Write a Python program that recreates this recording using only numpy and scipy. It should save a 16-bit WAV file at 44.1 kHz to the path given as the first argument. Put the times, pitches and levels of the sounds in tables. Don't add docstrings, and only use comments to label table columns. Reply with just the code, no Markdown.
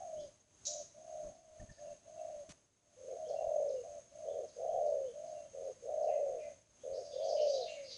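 import sys
import numpy as np
from scipy import signal
from scipy.fft import rfft, irfft, next_fast_len
from scipy.io import wavfile
from scipy.ndimage import uniform_filter1d

SR = 44100
rng = np.random.default_rng(int(sys.argv[2]) if len(sys.argv) > 2 else 0)


def master_out(mix):
    frames = np.transpose(np.atleast_2d(mix))
    ceiling = np.clip(frames, -1, 1)
    pcm = np.round(ceiling * 32767).astype(np.int16)
    wavfile.write(sys.argv[1], SR, pcm)


N = 351477
TIME = np.arange(N) / SR

# frequency in Hz, relative density in dB per Hz.
AIR_COLOUR = [(500, -4), (1000, -1), (1700, -0.5), (2800, -0.5), (4000, -1.5), (5500, -0.5), (7000, 0),
              (8000, 1), (8500, -7), (10200, -6), (11000, -64)]
# frequency in Hz, relative density in dB per Hz.
MURMUR_COLOUR = [(20, -16.5), (50, -1.5), (95, 1.5), (130, -1.5), (250, -4.5), (400, -5.5), (700, -11.5),
                 (1100, -15.5), (2000, -27)]
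# frequency in Hz, relative density in dB per Hz.
INSECT_COLOUR = [(5000, -41), (5950, -20.5), (6250, -9.5), (6420, -7.5), (6530, -1.5), (6650, -20.5),
                 (6850, -19.5), (8000, -34.5)]
# start in seconds, length in seconds, level in dB,
# upper edge in Hz.
WIND_BUFFETS = [(.08, 0.27, -67.5, 410), (1.1, 0.1, -79, 110), (1.19, 0.17, -64, 510),
                (1.235, 0.071, -61, 93), (1.49, 0.057, -71, 91), (1.585, 0.076, -53.5, 165),
                (1.67, .07, -57, 140), (1.82, 0.18, -74, 222), (2.33, 0.078, -76, 130),
                (2.48, 0.039, -58, 250), (3.42, 0.089, -64, 130), (4.65, 0.22, -71, 132),
                (6.2, 0.24, -74, 129), (6.89, 0.069, -69, 128)]
# frequency in Hz, relative density in dB per Hz.
RUSTLE_COLOUR = [(20, -19), (400, -15), (1000, -14), (3000, -15.5), (5000, -15.5), (6500, -9.5),
                 (8500, -20), (10500, -25.5)]
# frequency in Hz, time to die by 60 dB in seconds.
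GROVE_DECAY = [(500, 0.96), (2000, 0.75), (4000, 0.52), (6500, 0.63), (10000, 0.44)]
# start in seconds,
# length in seconds, first pitch in Hz, last pitch in Hz, level in dB before the trims in small_birds().
FAR_BIRDS = [ (6.06, 0.072, 2660, 2454, -67), (6.1, 0.049, 2113, 2010, -73),
             (6.36, 0.088, 2600, 2440, -69.5), (6.41, 0.051, 2070, 2063, -70),
             (6.92, 0.062, 4270, 5660, -62.5), (7.02, 0.062, 5320, 4430, -62.5),
             (7.1, 0.077, 3756, 3550, -64), (7.12, 0.032, 5230, 4650, -61.5),
             (7.18, 0.074, 3450, 3110, -65.5), (7.21, 0.05, 4420, 5070, -58.5),
             (7.23, 0.049, 6060, 6320, -59.5), (7.28, 0.041, 4270, 5290, -53.5),
             (7.275, 0.027, 5370, 5280, -57), (7.35, 0.067, 3120, 2772, -59),
             (7.36, 0.087, 3820, 4760, -60), (7.4, 0.036, 5500, 5160, -53.5),
             (7.44, 0.13, 6290, 5800, -59.5), (7.45, 0.072, 4120, 5240, -53), (7.5, .09, 4980, 4430, -54),
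             (7.52, 0.057, 4060, 3940, -56.5), (7.59, 0.067, 4480, 3640, -54),
             (7.65, 0.073, 3010, 2595, -56.5), (7.68, 0.043, 6210, 6850, -61.5),
             (7.72, 0.084, 2880, 2880, -80), (7.75, 0.06, 2286, 2000, -67), (7.81, 0.13, 4820, 4480, -59),
             (7.85, 0.12, 4580, 4560, -56), (7.86, 0.15, 6000, 5500, -64.5), (7.9, 0.047, 4000, 3830, -58),
             ]
# start in seconds, length in seconds, first pitch in Hz,
# last pitch in Hz, level in dB before the trims in small_birds().
THIN_WHISTLES = [ (.15, 0.082, 2750, 3760, -74.5), (1.81, 0.15, 2800, 2675, -84),
                 (2.17, 0.045, 2790, 2615, -79), (3.24, 0.059, 2900, 3620, -76),
                 (3.35, 0.045, 2790, 2760, -74), (3.75, 0.046, 2880, 2740, -80),
                 (4.26, 0.072, 2800, 3850, -77), (4.67, 0.067, 2900, 3580, -80),
                 (5.04, 0.064, 2700, 3650, -76.5), (5.34, 0.053, 2790, 2736, -79.5),
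                 (5.42, 0.056, 2800, 3370, -84), (6.78, 0.085, 2800, 3930, -83), ]
# start in seconds, level in dB before the trims in small_birds().
FALLING_TICKS = [(0.189, -66), (1.336, -75), (1.705, -67), (2.095, -88), (3.275, -64), (3.674, -65.5),
                 (4.075, -74), (4.472, -66), (4.849, -69.5), (5.255, -70.5), (5.63, -73.5), (6.014, -68),
                 (6.396, -74)]
# start in seconds, length in seconds, first pitch in Hz, last pitch in Hz,
# level in dB before the trims in small_birds().
NEAR_PEEPS = [(1.594, 0.017, 1870, 1760, -70), (1.688, 0.023, 1880, 1700, -65.5),
              (1.777, .02, 1790, 1710, -72)]
# start in seconds, length in seconds, level in dB
DOUBLE_CHIP = [(0.651, 0.015, -40), (0.663, 0.024, -33.5)]
# frequency in Hz, relative density in dB per Hz.
CHIP_RASP_COLOUR = [(1800, -50), (2600, -24.5), (3550, -17), (3900, -3.5), (4400, -7.5), (4900, -5),
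                    (5300, -4.5), (5700, 2), (6500, 1.5), (7100, -0.5), (7600, -14), (8100, -16),
                    (8500, -41), (10500, -33)]
# time in seconds, level in dB before the throat, central pitch in Hz,
# throb rate per second before jitter, roughness (no unit, later held to 0.1-1).
SOFT_COOS = [
    [(-.02, -47.5, 708, 53.1, 1), (.09, -46.5, 655, 55.6, 0.46), (.184, -44.5, 619, 56.2, 0.21),
     (.242, -49.5, 595, 54.3, 0.3), (.3, -61.5, 530, 53, 0.24)],
    [(.663, -61.5, 570, 92, 0.32), (.704, -49, 619, 88.3, 0.42), (.812, -48, 609, 94.7, 0.45),
     (.835, -58, 560, 92, 0.52)],
    [(.943, -60, 590, 58.4, 0.17), (.989, -52.5, 629, 58.6, 0.46), (1.021, -56, 641, 58.8, 0.64),
     (1.081, -52.5, 647, 65, 0.58), (1.163, -45, 634, 65.9, 0.52), (1.269, -46, 605, 63.3, 0.35),
     (1.32, -67, 560, 63.6, 0.47)],
    [(1.29, -57.5, 665, 57.4, 1), (1.42, -58.5, 659, 57.1, 0.33), (1.54, -56.5, 630, 59.4, 0.27),
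     (1.62, -54.5, 627, 67.4, 0.68), (1.676, -70, 620, 69.4, 0.56), (1.74, -64, 595, 69, 0.25)],
    [(1.77, -67, 570, 87.5, 0.55), (1.813, -50.5, 611, 91, 0.39), (1.925, -48, 600, 88, 0.38),
     (1.96, -67, 545, 92, 0.41)],
    [(2.052, -67, 565, 59.6, 0.23), (2.08, -52.5, 616, 58.7, 0.65), (2.15, -54.5, 635, 58, 0.32),
     (2.205, -44, 643, 60.4, 0.66), (2.305, -46.5, 626, 64, 0.52), (2.429, -50.5, 585, 62, 0.17),
     (2.448, -64.5, 560, 62, 0.4)],
    [(2.43, -62, 640, 69, 0.88), (2.49, -59.5, 620, 67.6, 0.43), (2.55, -81, 600, 69, 0.69)],
    [(2.785, -86, 610, 92, 0.49), (2.85, -69, 620, 91, 0.32), (2.96, -67, 600, 94, 0.61)],
    [(3.08, -53.5, 610, 57.3, 0.5), (3.15, -50.5, 645, 55.4, 1), (3.235, -43, 640, 59.4, 0.25),
     (3.31, -54.5, 625, 58.6, 0.26), (3.42, -67, 580, 60, 0.23)],
    [(3.836, -53, 580, 88, 0.78), (3.858, -46, 605, 87.5, 0.92), (3.92, -52, 608, 89, 0.51),
     (3.984, -46, 600, 89, 0.45), (4.01, -60.5, 560, 88, 0.37)],
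    [(4.115, -60, 570, 60.2, 0.17), (4.15, -53.5, 605, 66.4, 0.64), (4.25, -47, 630, 66.1, 0.33),
     (4.36, -54.5, 630, 61.7, 0.36), (4.45, -46, 595, 63.5, 1), (4.485, -66.5, 565, 63.7, 0.31)],
    [(5.13, -60, 570, 56, 0.41), (5.159, -47, 595, 57.2, 0.3), (5.269, -47, 647, 61.3, 0.58),
     (5.361, -46, 615, 71, 0.44), (5.465, -53.5, 590, 76.8, 0.53), (5.505, -66, 560, 72.6, 0.46)],
    [(6.26, -50.5, 660, 59, 0.8), (6.35, -46, 650, 59, 0.39), (6.42, -46.5, 615, 60.6, 0.24),
     (6.48, -47, 600, 60, 0.37), (6.525, -54, 595, 60, 1), (6.548, -65, 560, 60, 0.81)],
    [(6.98, -51.5, 600, 89.3, 1), (7.04, -50, 600, 88, 0.54), (7.1, -51.5, 595, 89.5, 0.35),
     (7.17, -53, 590, 91, 0.6)],
    [(7.53, -46, 670, 55.3, 0.52), (7.65, -42.5, 650, 56.3, 0.6), (7.736, -49, 605, 59.1, 0.63),
     (7.808, -48, 574, 54, 0.1), (7.864, -53, 545, 53, 0.29), (7.91, -47.5, 495, 54, 0.18),
     (7.98, -57.5, 475, 52.4, 0.23)],
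]
# time in seconds, level in dB before the throat,
# central pitch in Hz, throb rate per second before jitter, roughness (no unit, later held to 0.1-1).
LOUD_COOS = [
    [(2.965, -65.5, 490, 92, 0), (2.992, -55.5, 534, 81, 0.4), (3.01, -56.5, 534, 88.2, 0.46),
     (3.08, -51, 520, 85.3, 0.45), (3.135, -45.5, 530, 92, 0.67), (3.172, -58, 480, 91, 0.2)],
    [(3.265, -54.5, 530, 51.4, 1.2), (3.305, -40.5, 589, 52.9, 1.2), (3.4, -40.5, 623, 51.7, 1.3),
     (3.5, -36.5, 614, 46, 0.99), (3.6, -34.5, 596, 45.4, 0.6), (3.74, -40.5, 541, 51, 0.42),
     (3.82, -49, 480, 48, 0.26), (3.84, -67, 450, 44.8, 0.3)],
    [(4.25, -53.5, 540, 85.3, 1.1), (4.29, -40.5, 575, 89, 0.5), (4.35, -44.5, 570, 91.8, 0.84),
     (4.38, -41, 570, 88, 0.5), (4.435, -49, 490, 103.5, 0.76), (4.46, -54, 430, 88, 0.6)],
    [(4.56, -57, 510, 62.4, 1), (4.605, -43.5, 585, 60.6, 1.23), (4.69, -38, 630, 65.8, 0.64),
     (4.77, -38, 625, 65, 1.04), (4.84, -34.5, 607, 66.6, 0.24), (4.935, -35.5, 587, 65.5, 0.65),
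     (5.06, -43.5, 526, 62, 0.29), (5.1, -50, 485, 60.6, 0.3), (5.128, -63.5, 455, 61.56, 0.1)],
    [(5.532, -64.5, 530, 95.04, 0.14), (5.553, -48, 552, 76.2, 0.74), (5.64, -46.5, 550, 88.8, 0.72),
     (5.683, -43, 554, 92, 0.7), (5.713, -46, 520, 104, 1), (5.735, -67, 450, 89.81, 0.6)],
    [(5.822, -58.5, 470, 63.5, 0.5), (5.884, -42.5, 590, 67.64, 1.2), (5.966, -38, 614, 65.1, 0.55),
     (6.084, -34, 615, 66.1, 0.6), (6.15, -35.5, 594, 65.3, 0.66), (6.236, -36.5, 578, 65, 0.27),
     (6.33, -43.5, 530, 59.6, 0.48), (6.385, -50.5, 475, 68.4, 0.48), (6.415, -62, 440, 69.12, 0.4)],
    [(6.834, -55, 525, 79.63, 0.4), (6.852, -46, 544, 80, 0.7), (6.92, -43.5, 550, 91.6, 0.68),
     (6.996, -43, 547, 90.3, 0.6), (7.03, -54, 480, 101, 0.8)],
    [(7.13, -53, 500, 48.6, 0.8), (7.17, -42, 546, 54.4, 0.92), (7.22, -38.5, 604, 48.7, 0.92),
     (7.32, -35.5, 605, 46.5, 0.99), (7.44, -31.5, 597, 61.7, 0.27), (7.53, -36, 560, 56.5, 0.36),
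     (7.61, -42, 510, 57.5, 0.24), (7.64, -52, 475, 57.3, 0.4), (7.658, -60.5, 420, 61, 0.7)],
]
# frequency in Hz, gain in dB.
SOFT_THROAT_GAIN = [(400, -27), (500, -13.5), (545, 1.5), (590, 0.5), (700, -1), (780, -1.5), (860, -7.5),
                    (1300, 4.5)]
# frequency in Hz, gain in dB.
LOUD_THROAT_GAIN = [(250, -23.5), (380, 0), (470, 5), (620, -0.5), (760, 5.5), (820, 5), (900, 3.5),
                    (1300, -5.5)]


def gain_of(db):
    return 10 ** (np.asarray(db) / 20)


def evened(x):
    return x / np.sqrt(np.mean(x ** 2) + 1e-20)


def read(points, hz):
    f, value = np.transpose(points)
    return np.interp(np.log(hz + 1), np.log(f + 1), value)


def add(mix, s, sound):
    start = round(s * SR)
    sound = sound[max(-start, 0):]
    part = mix[max(start, 0):][:len(sound)]
    part += sound[:len(part)]


def coloured(x, colour):
    size = next_fast_len(N + 4096)
    gain = gain_of(read(colour, np.fft.rfftfreq(size, 1 / SR)))
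    return irfft(rfft(x, size) * gain, size)[:N]


def noise(colour):
    return evened(coloured(rng.standard_normal(N), colour))


def lowpassed(x, edge_hz):
    return signal.sosfilt(signal.butter(3, edge_hz, fs=SR, output="sos"), x)


def drift(t, per_s):
    knots = rng.standard_normal(2048)
    return np.interp((t - t[0]) * per_s, np.arange(len(knots)), knots)


def burst(s, length, taper):
    gate = np.zeros(N)
    add(gate, s, signal.windows.tukey(max(round(length * SR), 8), min(taper, 1)))
    return gate


def grove(x, delay=0.0041):
    echo_chance = 2500 / SR
    taps = rng.standard_normal(SR) * (rng.random(SR) < echo_chance)
    taps *= np.arange(SR) > delay * SR
    hz, t, z = signal.stft(taps, SR, nperseg=256)
    decay = gain_of(-60 * t / read(GROVE_DECAY, hz)[:, None])
    tail = signal.istft(z * decay, SR, nperseg=256)[1]
    return signal.fftconvolve(x, tail / np.linalg.norm(tail))[:N]


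def background(air_db=-70.5, murmur_db=-69, insects_db=-65.5, flutter_db=1.0, insect_swell_db=1.0):
    swell = insect_swell_db * drift(TIME, 5.2)
    flutter = flutter_db * drift(TIME, 70)
    insects = gain_of(insects_db + swell + flutter) * noise(INSECT_COLOUR)
    return gain_of(air_db) * noise(AIR_COLOUR) + gain_of(murmur_db) * noise(MURMUR_COLOUR) + insects


def wind():
    out = np.zeros(N)
    for s, length, db, edge_hz in WIND_BUFFETS:
        puff = lowpassed(rng.standard_normal(SR // 2), edge_hz)[-round(length * SR):]
        add(out, s, gain_of(db) * evened(puff * signal.windows.hann(len(puff))))
    return out


def rustle(level_db=-54):
    return gain_of(level_db) * noise(RUSTLE_COLOUR) * burst(2.491, 0.035, 0.07)


def notes(table, waver, waver_per_s):
    out = np.zeros(N)
    for s, length, first_hz, last_hz, db in table:
        t = np.arange(0, length, 1 / SR)
        hz = np.linspace(first_hz, last_hz, len(t)) * (1 + waver * drift(t, waver_per_s))
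        tone = np.sin(2 * np.pi * np.cumsum(hz) / SR)
        add(out, s, gain_of(db) * evened(tone * signal.windows.tukey(len(t), .85)))
    return out


def small_birds():
    peeps = notes(NEAR_PEEPS, waver=0.012, waver_per_s=340)
    tick_rows = [(s, 0.037, 6870, 3105, db) for s, db in FALLING_TICKS]
    ticks = notes(tick_rows, waver=0.042, waver_per_s=1100)
    whistles = notes(THIN_WHISTLES, waver=0.025, waver_per_s=530)
    far_birds = notes(FAR_BIRDS, waver=0.0521, waver_per_s=800)
    far_birds += gain_of(-3.5) * notes(FAR_BIRDS, waver=0.147, waver_per_s=1200)
    direct = gain_of(3.0) * peeps + gain_of(-4) * ticks
    direct += gain_of(0.5) * whistles + gain_of(-6.5) * far_birds
    to_grove = gain_of(-6) * peeps + gain_of(-1.5) * ticks
    to_grove += gain_of(2) * whistles + gain_of(-1) * far_birds
    return direct + grove(to_grove)


def chip(echo_db=0.0):
    gate = sum(gain_of(db) * burst(s, length, 0.46) for s, length, db in DOUBLE_CHIP)
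    rasp = evened(noise(CHIP_RASP_COLOUR) * gain_of(2 * drift(TIME, 900)))
    call = gate * 1.8 * np.tanh(rasp / 1.8)
    return call + gain_of(echo_db) * grove(call)


def coo(rows, jitter, slip, bend, rebound, uneven_db, sharpness=2.58, overtone_db=-52,
        rasp_db=-33, rasp_width_hz=330, rounding_hz=185):
    s, *columns = np.transpose(rows)
    t = np.arange(s[0], s[-1], 1 / SR)
    level_db, hz, rate, rough = (np.interp(t, s, c) for c in columns)
    rough = np.clip(rough, .1, 1)
    chance = rng.uniform(-1, 1, (128, 5)) * np.sqrt(3)

    lengths = 1 + jitter * min(60 / rate.mean(), 1) ** 2 * chance[:, 4]
    throbs = np.interp(np.cumsum(rate) / SR, np.cumsum(lengths) - lengths[0], np.arange(len(lengths)))
    size, step, back_size, back_step, _ = chance[throbs.astype(int)].T
    opening = np.sin(np.pi * throbs) ** 2
    depth = np.clip(2.8 * rough, 0, 1)
    shape = opening ** (.2 + sharpness * rough ** 3)

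    phase = slip * np.sqrt(rough) * step - bend * np.sin(2 * np.pi * throbs)
    hz = hz - 0.259 * bend * rate
    main = shape * gain_of(uneven_db * size) * np.exp(1j * phase)
    after = rebound * np.sqrt(rough) * (1 - opening) ** 2
    after = after * (1 + .5 * back_size) * np.exp(2j * back_step)

    rounding = signal.butter(3, rounding_hz, fs=SR, output="sos")
    throb = signal.sosfiltfilt(rounding, 1 - depth + depth * (main + after))
    throb /= np.sqrt(uniform_filter1d(abs(throb) ** 2, size=2200) + 1e-9)

    rasp = lowpassed(rng.standard_normal((2, len(t))), rasp_width_hz)
    throb *= 1 + gain_of(rasp_db) * rough * (evened(rasp[0]) + 1j * evened(rasp[1]))
    tone = throb * np.exp(2j * np.pi * np.cumsum(hz) / SR)
    voice = np.sqrt(2) * (tone + gain_of(overtone_db) * tone ** 2).real
    fade = np.clip(np.minimum(t - t[0], t[-1] - t) / 0.0034, 0, 1)
    return s[0], voice * gain_of(level_db) * fade


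def doves(loud_echo_db=-21, soft_echo_db=-18):
    loud, soft = np.zeros(N), np.zeros(N)
    for rows in LOUD_COOS:
        add(loud, *coo(rows, jitter=.24, slip=1.25, bend=.4, rebound=.48, uneven_db=1.8))
    for rows in SOFT_COOS:
        add(soft, *coo(rows, jitter=.2, slip=.8, bend=.7, rebound=.45, uneven_db=1.6))
    loud, soft = coloured(loud, LOUD_THROAT_GAIN), coloured(soft, SOFT_THROAT_GAIN)
    return loud + soft + grove(gain_of(loud_echo_db) * loud + gain_of(soft_echo_db) * soft)


def scene():
    return (background() + wind() + rustle() + small_birds() + chip() + doves())[None]


def suppressor(x, threshold_db=-50, slope=0.87, glide_db_per_s=55, shrill_extra=0.36):
    level_db = 10 * np.log10(abs(uniform_filter1d(x ** 2, size=1300)) + 1e-12)
    wanted_db = slope * np.minimum(level_db - threshold_db, 0)
    ramp = glide_db_per_s * TIME
    closing = np.maximum.accumulate(wanted_db + ramp) - ramp
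    opening = np.maximum.accumulate((wanted_db - ramp)[::-1])[::-1] + ramp
    cut_db = np.maximum(closing, opening)
    band = signal.butter(2, (5900, 7000), "bandpass", fs=SR, output="sos")
    shrill = signal.sosfiltfilt(band, x)
    return gain_of(cut_db) * (x - shrill + gain_of(shrill_extra * cut_db) * shrill)


def record(dry):
    band_limit = signal.firwin(401, 10800, window=("kaiser", 9), fs=SR)
    return signal.oaconvolve(suppressor(dry[0]), band_limit, "same")[None]


dry = scene()
out = record(dry)
master_out(out)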